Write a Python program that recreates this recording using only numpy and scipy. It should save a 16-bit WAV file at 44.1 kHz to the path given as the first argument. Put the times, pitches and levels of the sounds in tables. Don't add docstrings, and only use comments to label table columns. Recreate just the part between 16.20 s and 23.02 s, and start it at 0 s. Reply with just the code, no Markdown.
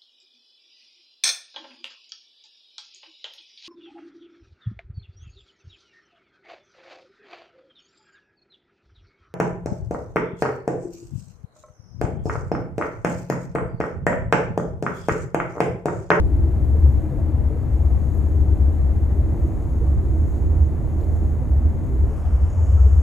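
import sys
import numpy as np
from scipy import signal
from scipy.fft import rfft, irfft
from scipy.io import wavfile
from scipy.ndimage import uniform_filter1d

SR = 44100
rng = np.random.default_rng(int(sys.argv[2]) if len(sys.argv) > 2 else 0)


def dump(signal):
    limited = np.clip(np.atleast_2d(signal).T, -1, 1)
    pcm = np.round(limited * 32767).astype(np.int16)
    wavfile.write(sys.argv[1], SR, pcm)


N = 300756
T = np.arange(N) / SR
SIDES = np.array([[1], [-1]])
THROB_WIDTH_S = 0.0165


# crest t/s, level/dB, half length/s
KICKS = [(.02, -14, .045), (.2, -15.5, .06), (.5, -16, .14), (.77, -16, .03), (1.15, -20.5, .08),
         (1.73, -16.5, .04), (2.0, -21.5, .12), (2.27, -16, .11), (2.44, -16, .04), (2.64, -15, .1),
         (2.87, -16.5, .07), (3.07, -17, .05), (3.74, -18, .16), (4.02, -18, .08), (4.3, -16, .1),
         (4.48, -18, .035), (4.98, -21, .2), (5.46, -15, .04), (5.71, -21, .04), (5.825, -14.5, .04),
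         (6.06, -16.5, .045), (6.24, -15, .04), (6.44, -16, .025), (6.64, -14.5, .16)]
def kick_surges():
    power = sum(undb(db) ** 2 * np.exp(-((T - s) / half_s) ** 2) for s, db, half_s in KICKS)
    return np.sqrt(power + 1e-12)


def pulsation(age, hz, phase=0):
    return np.exp(-(age / THROB_WIDTH_S) ** 2 / 2) * np.sin(2 * np.pi * hz * age + phase)


# t/s, f/Hz
CLOUD_PITCH = [(0, 69), (1.1, 76), (1.65, 70), (2.25, 75), (2.75, 68), (3.1, 73), (3.7, 67), (4.1, 73),
               (5.0, 76), (5.85, 66), (6.3, 75)]
def throbs(count, per_second, gap_spread, port_lag_rad):
    out = np.zeros((2, N))
    s, phase = 0, 0
    for gap, slip, tilt in rng.standard_normal((count, 3)):
        near = np.abs(T - s) < 4 * THROB_WIDTH_S
        hz = np.interp(s, *np.transpose(CLOUD_PITCH))
        port_phase = port_lag_rad * tilt * SIDES
        out[:, near] += pulsation(T[near] - s, hz, phase + port_phase)
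        wait = np.exp(gap_spread * gap) / per_second
        s += wait
        phase += 2 * np.pi * hz * wait + np.sign(slip) + slip / 2
    return steady(out, seconds=0.15)


# crest t/s, f/Hz, peak level/dB
LOUD_THROBS = [(.142, 69, -9), (.237, 68, -10), (.338, 70, -10.5), (.653, 73, -4.7), (.688, 128, -20),
               (.696, 72, -10.5), (.91, 135, -23), (1.037, 77, -12.5), (1.088, 76, -13), (1.266, 74, -12),
               (1.376, 75, -15), (1.548, 64, -11), (1.613, 73, -10), (1.663, 70, -10.5), (2.332, 71, -8.3),
               (2.479, 73, -9.5), (2.995, 71, -10), (3.247, 69, -10), (4.423, 73, -5.6), (5.324, 65, -9.3),
               (5.382, 71, -10), (6.148, 63, -8.3), (6.387, 81, -10.5), (6.499, 73, -7.5), (6.545, 77, -7),
               (6.616, 70, -5.5), (6.661, 71, -5.8), (6.735, 72, -7), (6.784, 72, -6.3)]
def loud_throbs():
    return sum(undb(db) * pulsation(T - s, hz) for s, hz, db in LOUD_THROBS)


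def ducking(depth):
    overlap = sum(np.exp(-((T - s) / THROB_WIDTH_S / 2) ** 2) for s, _, _ in LOUD_THROBS)
    return 1 - depth * np.minimum(overlap, 1)


# f/Hz, level/dB
RUMBLE_SPECTRUM = [(35, -14), (48, 0), (62, 0), (75, 3), (90, -2), (110, -12), (180, -36)]
HEAVE_SPECTRUM = [(10, -14), (22, -1), (32, 0), (55, -12)]
SLOSH_SPECTRUM = [(75, -16), (108, 4), (142, 0.5), (165, -6.5), (255, -6.5), (330, -24.5), (500, -36.5)]
def churn(surge, duck, surface, lull_db):
    rumble = steady(colour(turbulence(side_db=-11), RUMBLE_SPECTRUM), seconds=0.037)
    rumble *= undb(lull_db) * np.sqrt(duck)
    heave = steady(colour(turbulence(side_db=-8), HEAVE_SPECTRUM), seconds=0.12)
    heave *= undb(-34) * (1 + surge / undb(lull_db)) ** 0.25
    pockets = pops(per_second=1500, scatter_db=2, side_db=-3)
    slosh = steady(colour(pockets, SLOSH_SPECTRUM), seconds=0.83)
    slosh *= undb(-29 - 6.5 * surface)
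    return rumble + heave + slosh


def bubble(hz, t60, rise_per_s=0.35, swell_s=0.008):
    age = T[:SR // 4]
    return burst(age, swell_s, t60) * np.sin(2 * np.pi * hz * age * (1 + rise_per_s * age / 2))


# t/s, f/Hz, level/dB, ring time t60/s
LARGE_BUBBLES = [(.17, 312, -25, 0.28), (.548, 445, -20.5, 0.074), (.83, 300, -22.5, 0.13),
                 (.922, 480, -22.5, 0.07), (.95, 312, -20.5, .15), (.985, 645, -27.5, 0.09),
                 (1.08, 312, -24, .17), (1.302, 436, -25.5, 0.15), (1.36, 455, -16.5, 0.043),
                 (2.305, 314, -24, 0.12), (2.945, 386, -27, 0.22), (3.24, 324, -27, .2),
                 (3.611, 454, -21.5, 0.083), (5.01, 310, -25.5, 0.14), (5.218, 515, -19, 0.041),
                 (5.902, 430, -24, 0.094), (6.38, 880, -36, 0.15), (6.57, 1295, -41.5, 0.22),
                 (6.661, 420, -19.5, 0.059)]
def gulps(count, low_hz, octaves, small_db, ring_cycles):
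    when, height, softness = rng.random((count, 3)).T
    pitch = low_hz * 2 ** (octaves * height)
    level_db = small_db - 14 * height - 8 * softness
    small_bubbles = np.column_stack([when * N / SR, pitch, level_db, ring_cycles / pitch])
    out = np.zeros(N + SR)
    for s, hz, db, t60 in np.vstack([LARGE_BUBBLES, small_bubbles]):
        ring, start = bubble(hz, t60), int(s * SR)
        out[start:start + len(ring)] += undb(db) * ring
    return out[:N]


# f/Hz, width/Hz, level/dB
HOLLOW_RING_PEAKS = [(283.8, 8, 0.5), (314.6, 11, 4.5), (348.3, 8.2, -1), (390.5, 8.8, -4.5)]
# t/s, level/dB
HOLLOW_RING_LEVELS = [(0, -34.5), (.22, -33.5), (.45, -39), (1.03, -36.5), (1.27, -43), (1.75, -40.5),
                      (2.35, -35), (2.7, -40), (3.27, -35.5), (3.5, -40), (3.9, -35), (4.5, -39.5),
                      (4.9, -38), (5.33, -43), (5.55, -38.5), (5.8, -36.5), (6.05, -44.5)]
def hollow_ring(surface):
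    push = pops(per_second=2500, scatter_db=2, side_db=-30)
    peaks = sum((-1) ** k * undb(db) * resonate(push, hz, width)
                for k, (hz, width, db) in enumerate(HOLLOW_RING_PEAKS))
    ring = steady(unit(resonate(peaks, hz=377, width_hz=210)), seconds=0.16)
    return ring * undb(curves(HOLLOW_RING_LEVELS)[0]) * (1 - 0.67 * surface)


# f/Hz, level/dB
SUBMERGED_SPECTRUM = [(150, -13), (300, -1), (440, -1.5), (650, -5.5), (950, -13), (1400, -22.5),
                      (2050, -25.5), (2600, -34.5), (3200, -40.5), (5000, -46), (9000, -62.5)]
SURFACE_SPECTRUM = [(130, -15), (185, 9), (260, -3), (650, -1), (890, -5.5), (1300, -10), (1700, -18),
                    (2950, -28.5), (3600, -38), (5200, -44), (11500, -60.5)]
def wash(surface):
    under = colour(pops(per_second=5000, scatter_db=2, side_db=-9), SUBMERGED_SPECTRUM)
    above = colour(pops(per_second=3700, scatter_db=1, side_db=-14.5), SURFACE_SPECTRUM)
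    blend = under * np.sqrt(1 - surface) + above * np.sqrt(surface)
    return blend * undb(-40 - 0.5 * surface)


# t/s, centre f/Hz, width/Hz, level/dB, t60/s
PUFFS = [(.38, 12500, 3500, -65, .7), (.6, 13000, 3000, -63, 0.8), (1.52, 7040, 1800, -59, .12),
         (1.945, 12500, 4000, -48, 0.05), (3.22, 6600, 1300, -60.5, .25), (3.23, 11500, 4500, -63, .25),
         (4.075, 13500, 2500, -57, .12), (4.12, 4200, 1500, -67, .25), (4.43, 6600, 900, -49.5, 0.05),
         (4.8, 13800, 2500, -60.5, .16), (4.806, 3900, 1500, -52, .04), (5.68, 13200, 2200, -65, .6),
         (6.025, 3200, 1200, -58.5, 0.16), (6.04, 750, 500, -37.5, .13), (6.297, 6700, 750, -43.5, 0.04),
         (6.37, 7150, 700, -57.5, .35)]
def puffs(swell_share):
    grains = pops(per_second=4500, scatter_db=3.3, side_db=-25.5)
    out = np.zeros((2, N))
    for s, hz, width, db, t60 in PUFFS:
        band = unit(resonate(resonate(grains, hz, width), hz, width))
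        out += undb(db) * band * burst(T - s, swell_share * t60, t60)
    return out


# f/Hz, level/dB
FIZZ_SPECTRUM = [(1500, -18.5), (3000, -6.5), (4100, -3), (5200, -9.5), (7900, -1), (9200, -5.5),
                 (10500, -0.5), (13400, -3.5), (15500, -7.5)]
# t/s, prickle level/dB, wall hiss level/dB
FIZZ_LEVELS = [(0.3, -67, -74), (0.45, -66, -72), (0.73, -65.5, -70), (1.15, -68.5, -76),
               (1.94, -65, -67.5), (2.4, -66.5, -71.5), (3.1, -66.5, -71), (3.35, -66, -67.5),
               (3.85, -66, -69.5), (4.08, -66, -64.5), (4.55, -67, -72), (4.94, -65, -66),
               (5.3, -67.5, -70.5), (6.02, -66.5, -69.5), (6.19, -74, -70.5), (6.45, -68, -60.5),
               (6.75, -65.5, -62)]
def fizz(surface, wall_hz, wall_width_hz):
    prickle_db, hiss_db = curves(FIZZ_LEVELS)
    prickle = colour(pops(per_second=12000, scatter_db=3.5, side_db=-21), FIZZ_SPECTRUM)
    hiss = turbulence(side_db=-32)
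    for _ in range(2):
        hiss = resonate(hiss, wall_hz, wall_width_hz)
    return prickle * undb(prickle_db - 5.5 * surface) + unit(hiss) * undb(hiss_db)


# f/Hz, level/dB
SPRAY_SPECTRUM = [(2400, -5), (3050, 3.5), (3700, -13), (5250, 1), (8000, -2), (10100, -1), (11000, -5.5),
                  (15500, -11)]
def spray(surface):
    drops = pops(per_second=4600, scatter_db=3, side_db=-20.5)
    return colour(drops, SPRAY_SPECTRUM) * undb(-60.5) * surface


def echo(x, echo_db, delay_s=0.02812):
    gain, lag = undb(echo_db), round(delay_s * SR)
    late = np.pad(x, [(0, 0), (lag, 0)])[:, :N]
    return (x + gain * late) / np.sqrt(1 + gain ** 2)


def pops(per_second, scatter_db, side_db):
    size = undb(scatter_db * np.minimum(rng.exponential(size=(2, N)), 5))
    polarity = rng.choice([-1, 1], (2, N))
    fires = rng.random((2, N)) < per_second / SR
    return spread(size * polarity * fires, side_db)


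def turbulence(side_db):
    return spread(rng.standard_normal((2, N)), side_db)


def spread(pair, side_db):
    return unit(pair[0] + undb(side_db) * pair[1] * SIDES)


def burst(age, swell_s, t60):
    age = np.clip(age, 0, 1)
    return (1 - np.exp(-age / swell_s)) * np.exp(-np.log(1000) * age / t60)


def resonate(x, hz, width_hz):
    return signal.lfilter(*signal.iirpeak(min(hz, .45 * SR), hz / width_hz, fs=SR), x)


def colour(x, spectrum):
    hz, db = np.transpose(spectrum)
    f = np.maximum(np.fft.rfftfreq(N, 1 / SR), 1)
    gain = undb(np.interp(np.log(f), np.log(hz), db, left=-120, right=-120))
    return unit(irfft(rfft(x) * gain, N))


def steady(x, seconds):
    power = np.mean(x ** 2, axis=0)
    for _ in range(2):
        power = uniform_filter1d(power, max(int(seconds * SR), 8))
    return x / np.sqrt(power + 1e-12)


def curves(table):
    s, *columns = np.transpose(table)
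    return [np.interp(T, s, column) for column in columns]


def unit(x):
    return x / np.sqrt(np.mean(x ** 2))


def undb(db):
    return 10 ** (np.asarray(db) / 20)


# t/s, share of the sound that comes from the surface/0-1
SURFACE_SHARE = [(5.85, 0.05), (5.92, 0.59)]
# t/s, left minus right level/dB
KICK_BALANCE = [(0, 3), (2.25, 4.6), (3.3, 0.2), (4.5, -3), (5.6, 0), (6.8, 1.8)]
def scene():
    surface = curves(SURFACE_SHARE)[0]
    surge = kick_surges()
    duck = ducking(depth=0.7)
    deep = churn(surge, duck, surface, lull_db=-24) + loud_throbs()
    deep += duck * surge * throbs(count=160, per_second=19, gap_spread=0.15, port_lag_rad=0.28)
    deep *= undb(SIDES * curves(KICK_BALANCE)[0] / 2)
    bubbling = hollow_ring(surface) + echo(wash(surface), echo_db=-14)
    bubbling += gulps(count=130, low_hz=478.5, octaves=1.6, small_db=-28.5, ring_cycles=42)
    bubbling *= undb(SIDES)
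    froth = echo(fizz(surface, wall_hz=6760, wall_width_hz=1100) + spray(surface), echo_db=-7)
    froth += echo(puffs(swell_share=0.07), echo_db=0)
    return deep + bubbling + froth


def record(dry):
    return signal.sosfilt(signal.ellip(10, .2, 80, 15800, fs=SR, output="sos"), dry)


dry = scene()
out = record(dry)
dump(out)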